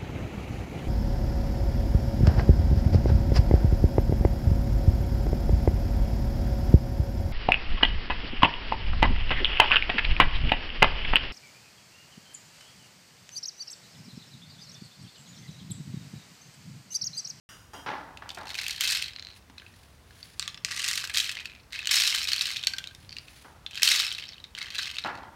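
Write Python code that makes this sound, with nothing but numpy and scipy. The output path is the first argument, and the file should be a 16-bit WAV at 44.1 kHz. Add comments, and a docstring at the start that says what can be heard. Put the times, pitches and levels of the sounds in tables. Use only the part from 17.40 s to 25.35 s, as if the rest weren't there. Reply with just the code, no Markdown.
"""Over a faint house rumble, something clinks and bangs a few times in an echoing room further off.
Close by, a toddler tips and rolls a wooden rainmaker on a blanket: every tilt sends beads down between
its rods in a pour that swells, runs down and dulls, until the last ones drop in single clicks.
Each bead rings a rod and the wooden cage around it. Hands slide over wood and cloth between pours."""
import sys
import numpy as np
from scipy import signal
from scipy.fft import rfft, irfft, next_fast_len
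from scipy.io import wavfile
from scipy.ndimage import uniform_filter1d

SR = 44100
rng = np.random.default_rng(int(sys.argv[2]) if len(sys.argv) > 2 else 0)


def waveform_to_disk(signal):
    """Save audio, clipped to [-1, 1], as 16-bit WAV at the path in sys.argv[1]."""
    frames = np.transpose(np.atleast_2d(signal))
    scaled = np.clip(frames, -1, 1) * 32767
    samples = np.round(scaled).astype(np.int16)
    wavfile.write(sys.argv[1], SR, samples)


N = 350595
TIME = np.arange(N) / SR
GRAIN = 1024  # samples in one contact


def amp(db):
    """Decibels to gain."""
    return 10 ** (np.asarray(db) / 20)

def unit(x):
    """Each row at rms 1."""
    return x / np.sqrt(np.mean(x ** 2, axis=-1, keepdims=True) + 1e-20)

def along(points, hz):
    """(Hz, value) points read on a log frequency axis."""
    knots, values = np.transpose(points)
    return np.interp(np.log(hz + 1), np.log(knots + 1), values)

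def curves(rows, times):
    """Automation lanes: each column after the first, read at the given times."""
    knots, *lanes = np.transpose(rows)
    return [np.interp(times, knots, lane) for lane in lanes]

def swell(middle, length):
    """A bell-shaped fade in and out."""
    return np.exp(-(2 * (TIME - middle) / length) ** 2)

def wander(size):
    """A random curve of rms 1 that drifts over this many samples."""
    return unit(uniform_filter1d(rng.standard_normal(N), size=size))

def resonances(modes):
    """The frequency response of a bank of (Hz, width Hz, dB) resonators."""
    return lambda f: sum(amp(db) * 1j * f * width / (hz * hz - f * f + 1j * f * width)
                         for hz, width, db in modes)

def filtered(x, response):
    """x through an EQ given as a function of frequency."""
    size = next_fast_len(len(x) + SR // 4)
    return irfft(rfft(x, size) * response(np.fft.rfftfreq(size, 1 / SR)), size)[:len(x)]

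def coloured(x, spectrum):
    """Rows of x through a minimum-phase EQ of (Hz, dB) points, at rms 1."""
    length = x.shape[-1]
    size = 2 * next_fast_len(length // 2 + 1)
    cepstrum = irfft(np.log(amp(along(spectrum, np.fft.rfftfreq(size, 1 / SR)))))
    cepstrum[1:size // 2] *= 2
    cepstrum[size // 2 + 1:] = 0
    return unit(irfft(rfft(x, size) * np.exp(rfft(cepstrum)))[..., :length])

def placed(times, gains, sounds):
    """Rows of sounds mixed onto the timeline, each at its time and gain."""
    sounds = gains[:, None] * sounds
    index = np.round(times * SR).astype(int)[:, None] + np.arange(sounds.shape[1])
    return np.bincount(index.ravel(), sounds.ravel(), N)[:N]

def tail(room):
    """A second of diffuse reverb in which each frequency dies at its own speed."""
    hz, t, noise = signal.stft(rng.standard_normal(SR), SR, nperseg=256)
    decay = amp(-60 * t / along(room, hz)[:, None])
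    return signal.istft(noise * decay, SR, nperseg=256)[1][:SR]


# room tone EQ: (frequency [Hz], gain [dB])
HOUSE_EQ = [(20, -36.5), (45, -3.5), (70, 3), (200, -9.5), (450, -16), (1000, -17), (5000, -26.5),
            (16000, -36.5)]
def house():
    """The bed: a steady low rumble and a little hiss."""
    return amp(-56) * coloured(rng.standard_normal(N), HOUSE_EQ)

# toy and child shift their weight: (middle [s], length [s], level [dB], pitch [Hz])
WEIGHT_SHIFTS = [(3.23, 0.74, -58.5, 127), (5.677, 0.56, -56, 81.9)]
def floor(width_hz):
    """Shifting weight makes the carpeted floor rumble softly."""
    out = np.zeros(N)
    for middle, length, db, hz in WEIGHT_SHIFTS:
        band = resonances([(hz, width_hz, 0)])
        rumble = unit(filtered(rng.standard_normal(N), lambda f: band(f) ** 2))
        out += amp(db) * swell(middle, length) * rumble
    return out

# reverb of the far room: (frequency [Hz], t60 [s])
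FAR_DECAY = [(150, 1), (900, 1), (2800, 0.56), (9000, 0.87)]
def far_ring(response):
    """A struck object's resonances, smeared by the far room's reverb."""
    return unit(filtered(tail(FAR_DECAY), response))

# EQ of a bang's noise: (frequency [Hz], gain [dB])
BANG_EQ = [(50, -40.5), (110, -5), (420, -7), (850, 0.5), (1500, -1), (2300, -6), (5800, -16),
           (10000, -51.5)]
# the hollow thing that bangs: (frequency [Hz], width [Hz], gain [dB])
HOLLOW_MODES = [(289, 86, 3), (854, 170, 6), (1388, 100, 4.5), (1670, 130, 4.5), (1986, 45, 4.5)]
# bang cues: (time [s], level [dB], low-pass edge [Hz])
BANG_CUES = [(0.334, -56.5, 1080), (.462, -45, 4470), (0.488, -48.5, 3000), (0.821, -56.5, 3550),
             (0.973, -51.5, 2610), (6.046, -62, 1504), (7.646, -43.5, 2720)]
def distant_bangs():
    """Something hollow bangs further off: a brief first arrival, then a long, uneven echo."""
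    arrival = 1 + 0.54 * np.exp(-np.arange(SR) / SR / 0.034)
    hollow = lambda f: sum(np.abs(resonances([mode])(f)) ** 2 for mode in HOLLOW_MODES)

    def bang(edge_hz):
        body = coloured(tail(FAR_DECAY), BANG_EQ) + 0.7 * far_ring(hollow)
        body *= amp(2 * wander(size=300)[:SR])
        return unit(arrival * filtered(body, lambda f: 1 / np.sqrt(1 + (f / edge_hz) ** 3)))

    times, db, edges = np.transpose(BANG_CUES)
    return placed(times, amp(db), [bang(hz) for hz in edges])

# the clinking metal: (frequency [Hz], width [Hz], gain [dB])
METAL_MODES = [(1570, 600, 4), (2860, 280, 5.5), (4900, 190, 4), (5650, 87, 4), (6560, 57, 2.5),
               (8360, 200, -7), (9500, 130, -18)]
# clink cues: (time [s], level [dB])
CLINK_CUES = [(0.091, -60.5), (0.334, -60)]
def distant_clinks():
    """Struck metal rings in the far room."""
    times, db = np.transpose(CLINK_CUES)
    return placed(times, amp(db), [far_ring(resonances(METAL_MODES)) for _ in times])

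# squeak cue: (middle [s], length [s], level [dB], pitch [Hz])
SQUEAK_CUES = [(0.39, 0.1, -52, 3200)]
def squeak(waver):
    """A thin, slightly unsteady whistle of metal on metal."""
    warped_time = np.cumsum(1 + waver * wander(size=200)) / SR
    return sum(amp(db) * swell(middle, length) * np.sin(2 * np.pi * hz * warped_time)
               for middle, length, db, hz in SQUEAK_CUES)

# strokes over wood and cloth: (middle [s], length [s], level [dB])
HAND_STROKES = [(1.97, 0.046, -55.5), (2.383, 0.38, -63), (2.856, 0.29, -56.5), (5.603, 0.19, -62.5),
                (5.948, 0.31, -56)]
# EQ of the rubbing: (frequency [Hz], gain [dB])
RUB_EQ = [(500, -33), (1700, -0.5), (4300, 0), (8200, -11), (10000, -3.5), (12000, -14)]
def hands():
    """Skin and blanket rub on the toy with a fine, uneven hiss."""
    pressure = sum(amp(db) * swell(middle, length) for middle, length, db in HAND_STROKES)
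    roughness = amp(2.4 * wander(size=300))
    return pressure * roughness * coloured(rng.standard_normal(N), RUB_EQ)

# reverb around the toy: (frequency [Hz], t60 [s])
NEAR_DECAY = [(500, 0.71), (4000, 0.2), (14000, 0.27)]
# early reflection: (delay [s], gain [dB])
WALL_ECHO = [(.0095, -16.5)]
def near_room(direct):
    """A carpeted room adds one wall reflection and a weak, short tail."""
    echo = tail(NEAR_DECAY) * (1 - np.exp(-TIME[:SR] / 0.012))
    echo *= amp(-10.5) / np.linalg.norm(echo)
    for delay, db in WALL_ECHO:
        echo[round(delay * SR)] += amp(db)
    return direct + signal.fftconvolve(direct, echo)[:N]

# a soft pat on the toy: (time [s], level [dB])
PAT_CUES = [(2.099, -53.5)]
# the dull answer of the wood: (frequency [Hz], width [Hz], gain [dB])
THUD_MODES = [(262, 41, 9), (880, 140, 5.5)]
def pat(t60):
    """A palm lands on the wood: a short, dull push."""
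    times, db = np.transpose(PAT_CUES)
    push = rng.standard_normal(GRAIN) * amp(-60 * TIME[:GRAIN] / t60)
    return placed(times, amp(db), unit(filtered(push, resonances(THUD_MODES))))

# knocks that leave the frame ringing: (time [s], level [dB])
FRAME_KNOCKS = [(5.272, -34), (5.336, -30), (5.404, -39.5), (5.509, -46)]
def frame(hz, t60):
    """The knocked wooden frame sounds a lower, longer note than the rods."""
    times, db = np.transpose(FRAME_KNOCKS)
    t = TIME[:SR // 8]
    envelope = amp(-60 * t / t60) * (1 - np.exp(-t / 0.0013))
    return placed(times, amp(db), np.sqrt(2) * np.sin(2 * np.pi * hz * t) * envelope)

# EQ of a contact's woody body: (frequency [Hz], gain [dB])
WOOD_EQ = [(200, -57), (1100, -14), (1500, -3), (2600, 3), (4200, 5), (5400, -2.5), (6800, -9.5),
           (10000, -30.5)]
# EQ of its hard tick: (frequency [Hz], gain [dB])
TICK_EQ = [(2000, -33), (5000, 6), (9000, 0), (10800, -8.5), (12500, -5), (16000, -17.5)]
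def contacts(hz, treble_db, rod_t60, rod_db, wood_t60, tick_t60):
    """Bead on wood, one row each: the rod's note, the cage's many short modes and a hard tick."""
    t = TIME[:GRAIN]
    crack = 1 + 0.7 * np.exp(-t / 0.00052)  # the first instant is the hardest
    attack = 1 - np.exp(-t / 0.00016)  # the wood takes a moment to start ringing
    burst = lambda t60: rng.standard_normal((len(hz), GRAIN)) * amp(-60 * t / t60) * crack
    rod = unit(np.sin(2 * np.pi * hz[:, None] * t) * amp(-60 * t / rod_t60))
    purity = amp(rod_db - 0.19 * treble_db)[:, None]  # a soft contact rings little but the rod
    body = unit(attack * (purity * rod + coloured(burst(wood_t60), WOOD_EQ)))
    tick = amp(treble_db)[:, None] * coloured(burst(tick_t60), TICK_EQ)
    return unit(body + tick)

# bouncing beads: (time [s], time to rest [s], first hop level [dB], rod pitch [Hz])
BOUNCES = [(1.762, 0.22, -41.5, 4120), (3.977, 0.073, -46.5, 2507), (4.098, 0.13, -52, 2476),
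           (5.693, 0.097, -52, 4600), (6.8703, 0.085, -53, 4500)]
def settling_beads():
    """A bead bounces to rest on a rod, its hops getting shorter and softer."""
    hop = np.arange(11)
    out = np.zeros(N)
    for start, duration, db, hz in BOUNCES:
        hits = contacts(np.full(len(hop), hz), treble_db=np.full(len(hop), -26.),
                        rod_t60=0.0088, rod_db=0, wood_t60=0.01, tick_t60=0.012)
        hop_db = db - 2 * hop + 2 * rng.standard_normal(len(hop))
        out += placed(start + duration * (1 - 0.845 ** hop), amp(hop_db), hits)
    return out

# the toy stands upright: (time [s], share of the blows on the cap [0-1])
CAP_SEND = [(2.5, 0), (3.25, 1), (3.58, 0.37), (3.9, 0.12)]
# the cap's ring: (frequency [Hz], width [Hz], gain [dB])
CAP_MODES = [(1187, 78, 14.5), (1947, 43, 9), (2750, 150, -4.5)]
def end_cap(beads):
    """Beads falling lengthwise drum on the cap at the bottom, which softens their tick."""
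    share, = curves(CAP_SEND, TIME)
    cap = lambda f: resonances(CAP_MODES)(f) + 1 / (1 + (f / 11000) ** 4)
    return beads * (1 - share) + filtered(beads * share, cap)

# the cage rings on after each contact: (frequency [Hz], width [Hz], gain [dB])
CAGE_MODES = [(1680, 160, -9), (2580, 80, -5.5), (3840, 340, -10.5), (4370, 370, -6.5)]
def cage(beads):
    """The cage's notes blend the clicks into a rattle, coming and going as hands and blanket damp them."""
    return beads + sum(amp(2 * wander(size=5000)) * filtered(beads, resonances([mode]))
                       for mode in CAGE_MODES)

# lone clicks: (time [s], relative level [dB], rod pitch [Hz], treble share [dB])
BEAD_DROPS = [(0.773, -44, 2680, -11), (0.8918, -39.5, 3000, -6), (.904, -38, 3540, -25),
              (1.2652, -31, 2650, -10), (1.282, -33.5, 3320, 4), (1.4085, -24, 3046, -1),
              (1.6242, -31.5, 3136, -6), (2.1816, -44, 3930, -16), (2.7076, -55, 1700, -18),
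              (2.8292, -43, 4550, -15), (2.9959, -28, 3580, 4.5), (3.0256, -34.5, 3870, -9),
              (3.0778, -31.5, 3400, -3.5), (3.1446, -41.5, 3440, -11), (3.1754, -48, 3467, -26),
              (3.2479, -25, 2440, 5.5), (3.318, -33.5, 2687, 1), (3.9698, -36, 2090, -28),
              (4.0558, -34.5, 2600, -11), (4.4566, -33.5, 2964, -9), (4.472, -25, 2902, -3),
              (4.9326, -24, 4400, -5.5), (5.1677, -30.5, 3360, -9), (5.2372, -31, 3365, -17),
              (5.2707, -20.5, 4405, -4.5), (5.336, -33.5, 4440, -14), (5.3839, -31, 3420, -6),
              (5.441, -37.5, 3170, -15), (5.473, -38.5, 3870, -9), (5.549, -47, 3680, -2),
              (5.7268, -43, 4565, -14), (5.767, -38, 2810, -16), (5.7849, -38.5, 4700, -19),
              (5.8826, -48.5, 2550, -14), (6.2635, -34, 3500, -27), (6.4316, -15.5, 5260, -1.5),
              (6.7166, -34, 3142, -29), (6.8242, -38, 3120, -39), (7.041, -41.5, 3810, -21),
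              (7.1503, -38, 3030, -16), (7.383, -30, 3950, -13), (7.5676, -37, 2947, -17),
              (7.5848, -30, 3800, -20), (7.639, -35.5, 3940, -31)]
def single_beads(trim_db):
    """Beads that drop far enough onto a rod to stand out."""
    times, db, hz, treble_db = np.transpose(BEAD_DROPS)
    hits = contacts(hz, treble_db, rod_t60=0.011, rod_db=-0.5, wood_t60=0.024, tick_t60=0.016)
    return placed(times, amp(db + trim_db), hits)

# accents where beads land together in a pour: (time [s], relative level [dB])
BEAD_CLUMPS = [(1.1432, -36.5), (1.187, -28.5), (1.308, -29.5), (1.415, -27.5), (1.438, -28.5),
               (1.6413, -35.5), (3.3951, -30), (3.441, -30.5), (3.4856, -24.5), (3.5759, -25.5),
               (3.6406, -31), (3.6968, -32.5), (3.7455, -28), (3.7718, -20.5), (3.7818, -23.5),
               (3.8, -23.5), (3.8927, -29), (4.3439, -40), (4.3582, -34.5), (4.4918, -25.5), (4.5115, -21),
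               (4.542, -23), (4.568, -23), (4.608, -23.5), (4.675, -21.5), (4.748, -24.5), (4.887, -26.5),
               (4.918, -25), (5.0102, -22), (5.069, -30.5), (6.3746, -31.5), (6.421, -23.5), (6.475, -20),
               (6.515, -19), (6.5993, -21), (6.7973, -36.5), (7.1768, -39.5), (7.2151, -32.5),
               (7.392, -30.5)]
def clump_beads(count, gap_s, fall_db):
    """Time and gain of each bead in the clumps: the leader lands first, weaker ones right behind it."""
    times, db = np.transpose(BEAD_CLUMPS)[:, :, None]
    place = np.arange(count)
    lag = gap_s * place * (0.5 + rng.random((len(times), count)))
    return (times + lag).ravel(), amp(db - fall_db * (place + 1.5)).ravel()

# one pour for each tilt of the toy:
# (start [s], build-up [s], peak level [dB], run-down [s], rod pitch [Hz], relative treble [dB])
TILTS = [(.89, 0.082, -51.5, 0.38, 3130, -1), (1.05, 0.16, -38, 0.77, 2920, -5.5),
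         (1.405, 0.11, -27, 0.26, 3300, -4.5), (2.172, 0.031, -51.5, 0.19, 2015, -38),
         (2.997, 0.044, -46, 0.28, 3850, -17), (3.25, 0.24, -31, 0.39, 2610, 1.5),
         (3.731, 0.052, -32, 0.37, 2802, -2), (4.305, 0.085, -39, .25, 2600, -12.5),
         (4.502, 0.035, -23.5, 0.74, 3807, -2), (4.84, 0.2, -33, 0.43, 3984, -6),
         (6.3, 0.092, -41, .2, 3452, -8), (6.43, 0.055, -23, 0.44, 3820, -3.5),
         (6.82, 0.098, -50, 0.21, 2996, -28), (7.155, 0.06, -41.5, 0.43, 2278, -11.5),
         (7.3, 0.14, -35, 0.25, 3001, -8.5), (7.559, 0.069, -46, 0.31, 2991, -9)]
SWELL_DB_PER_S, RUN_DOWN_DB = 38, 30
DULLING = 0.46  # dB of treble share lost for each dB of run-down
def flow():
    """Time, level, rod pitch and treble of the moving beads: each pour swells, runs down and dulls."""
    start, build, peak_db, run_down, hz, treble_db = np.transpose(TILTS)[:, :, None]
    t = np.arange(0, N / SR, 0.002)
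    age = t - start
    released = np.clip(age / (0.3 * build), 0, 1)  # the first beads break loose
    swell_db = -SWELL_DB_PER_S * np.maximum(build - age, 0)  # and drag more and more along
    spent_db = RUN_DOWN_DB * (np.maximum(age - build, 0) / run_down) ** 1.2  # steeper as the top empties
    power = amp(peak_db + swell_db - spent_db) ** 2 * released + 1e-12
    dulled_db = treble_db - DULLING * np.minimum(spent_db, RUN_DOWN_DB)
    total = power.sum(axis=0)
    blend = lambda value: (power / total * value).sum(axis=0)  # the loudest pour sets the tone
    return np.column_stack([t, 10 * np.log10(total), blend(hz), blend(dulled_db)])

RATE_PER_S, RATE_REF_DB, RATE_GROWTH, MOST_PER_S = 500, -30, 0.56, 1800
def collisions(flow_db):
    """Time, gain and force of random hits: the more beads move, the faster and stronger they come."""
    rate = np.minimum(RATE_PER_S * amp(RATE_GROWTH * (flow_db - RATE_REF_DB)), MOST_PER_S)
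    rate *= TIME > TILTS[0][0]
    count = np.cumsum(rate) / SR
    slots = np.arange(int(count[-1]) - 2)
    times = np.interp(slots + 2 * rng.random(len(slots)), count, TIME)
    force = amp(6.96 * np.clip(rng.standard_normal(len(times)), -2, 1.7))
    force /= np.sqrt(uniform_filter1d(force ** 2, size=13))  # neighbours share their energy unevenly
    overlap = np.maximum(np.interp(times, TIME, rate), 1) * GRAIN / SR
    return times, force * amp(np.interp(times, TIME, flow_db)) / np.sqrt(overlap), force

# the notes of the rods: (pitch [Hz])
ROD_NOTES = [1608, 1880, 2140, 2602, 3112, 3884, 4420, 5330]
def pouring_beads():
    """The main rattle: loose beads and clumps each strike a rod near where the mass lands."""
    moving = flow()
    flow_db, _, _ = curves(moving, TIME)
    times, gain, force = collisions(flow_db)
    clump_times, clump_gain = clump_beads(count=3, gap_s=0.0018, fall_db=5)
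    times = np.append(times, clump_times)
    gain = np.append(gain, clump_gain)
    force = np.append(force, np.ones(len(clump_times)))
    scatter = lambda spread: spread * rng.standard_normal(len(times))
    _, centre_hz, treble_db = curves(moving, times)
    aim = np.log(centre_hz) + scatter(0.28)
    nearest = np.abs(aim[:, None] - np.log(ROD_NOTES)).argmin(axis=1)
    hz = np.array(ROD_NOTES)[nearest] * np.exp(scatter(0.024))
    treble_db = treble_db - 2 + scatter(4) + 3 * np.log(force)  # harder is brighter
    rod_db = scatter(3.8) - 1.5  # a square hit rings its rod, a glancing one hardly
    hits = contacts(hz, treble_db, rod_t60=0.014, rod_db=rod_db, wood_t60=0.031, tick_t60=0.021)
    return placed(times, gain, hits)


def scene():
    """The mix: the toy close by, the rest of the house behind it."""
    around = house() + distant_bangs() + distant_clinks() + squeak(waver=0.001)
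    handling = hands() + floor(width_hz=85)
    toy = pat(t60=0.0071) + settling_beads() + frame(hz=1566, t60=0.046)
    toy += cage(end_cap(single_beads(trim_db=-4.5) + pouring_beads()))
    return (near_room(toy) + around + handling)[None]

def record(dry):
    """The master: the sound cuts in just after the start, with rounded peaks and a steep low-pass."""
    start_s, ceiling, top_hz = 0.09, 0.85, 16100
    rounded = dry[0] / (1 + (dry[0] / ceiling) ** 6) ** (1 / 6)
    return filtered(rounded * (TIME > start_s), lambda hz: 1 / (1 + (hz / top_hz) ** 120))[None]


dry = scene()
out = record(dry)
waveform_to_disk(out)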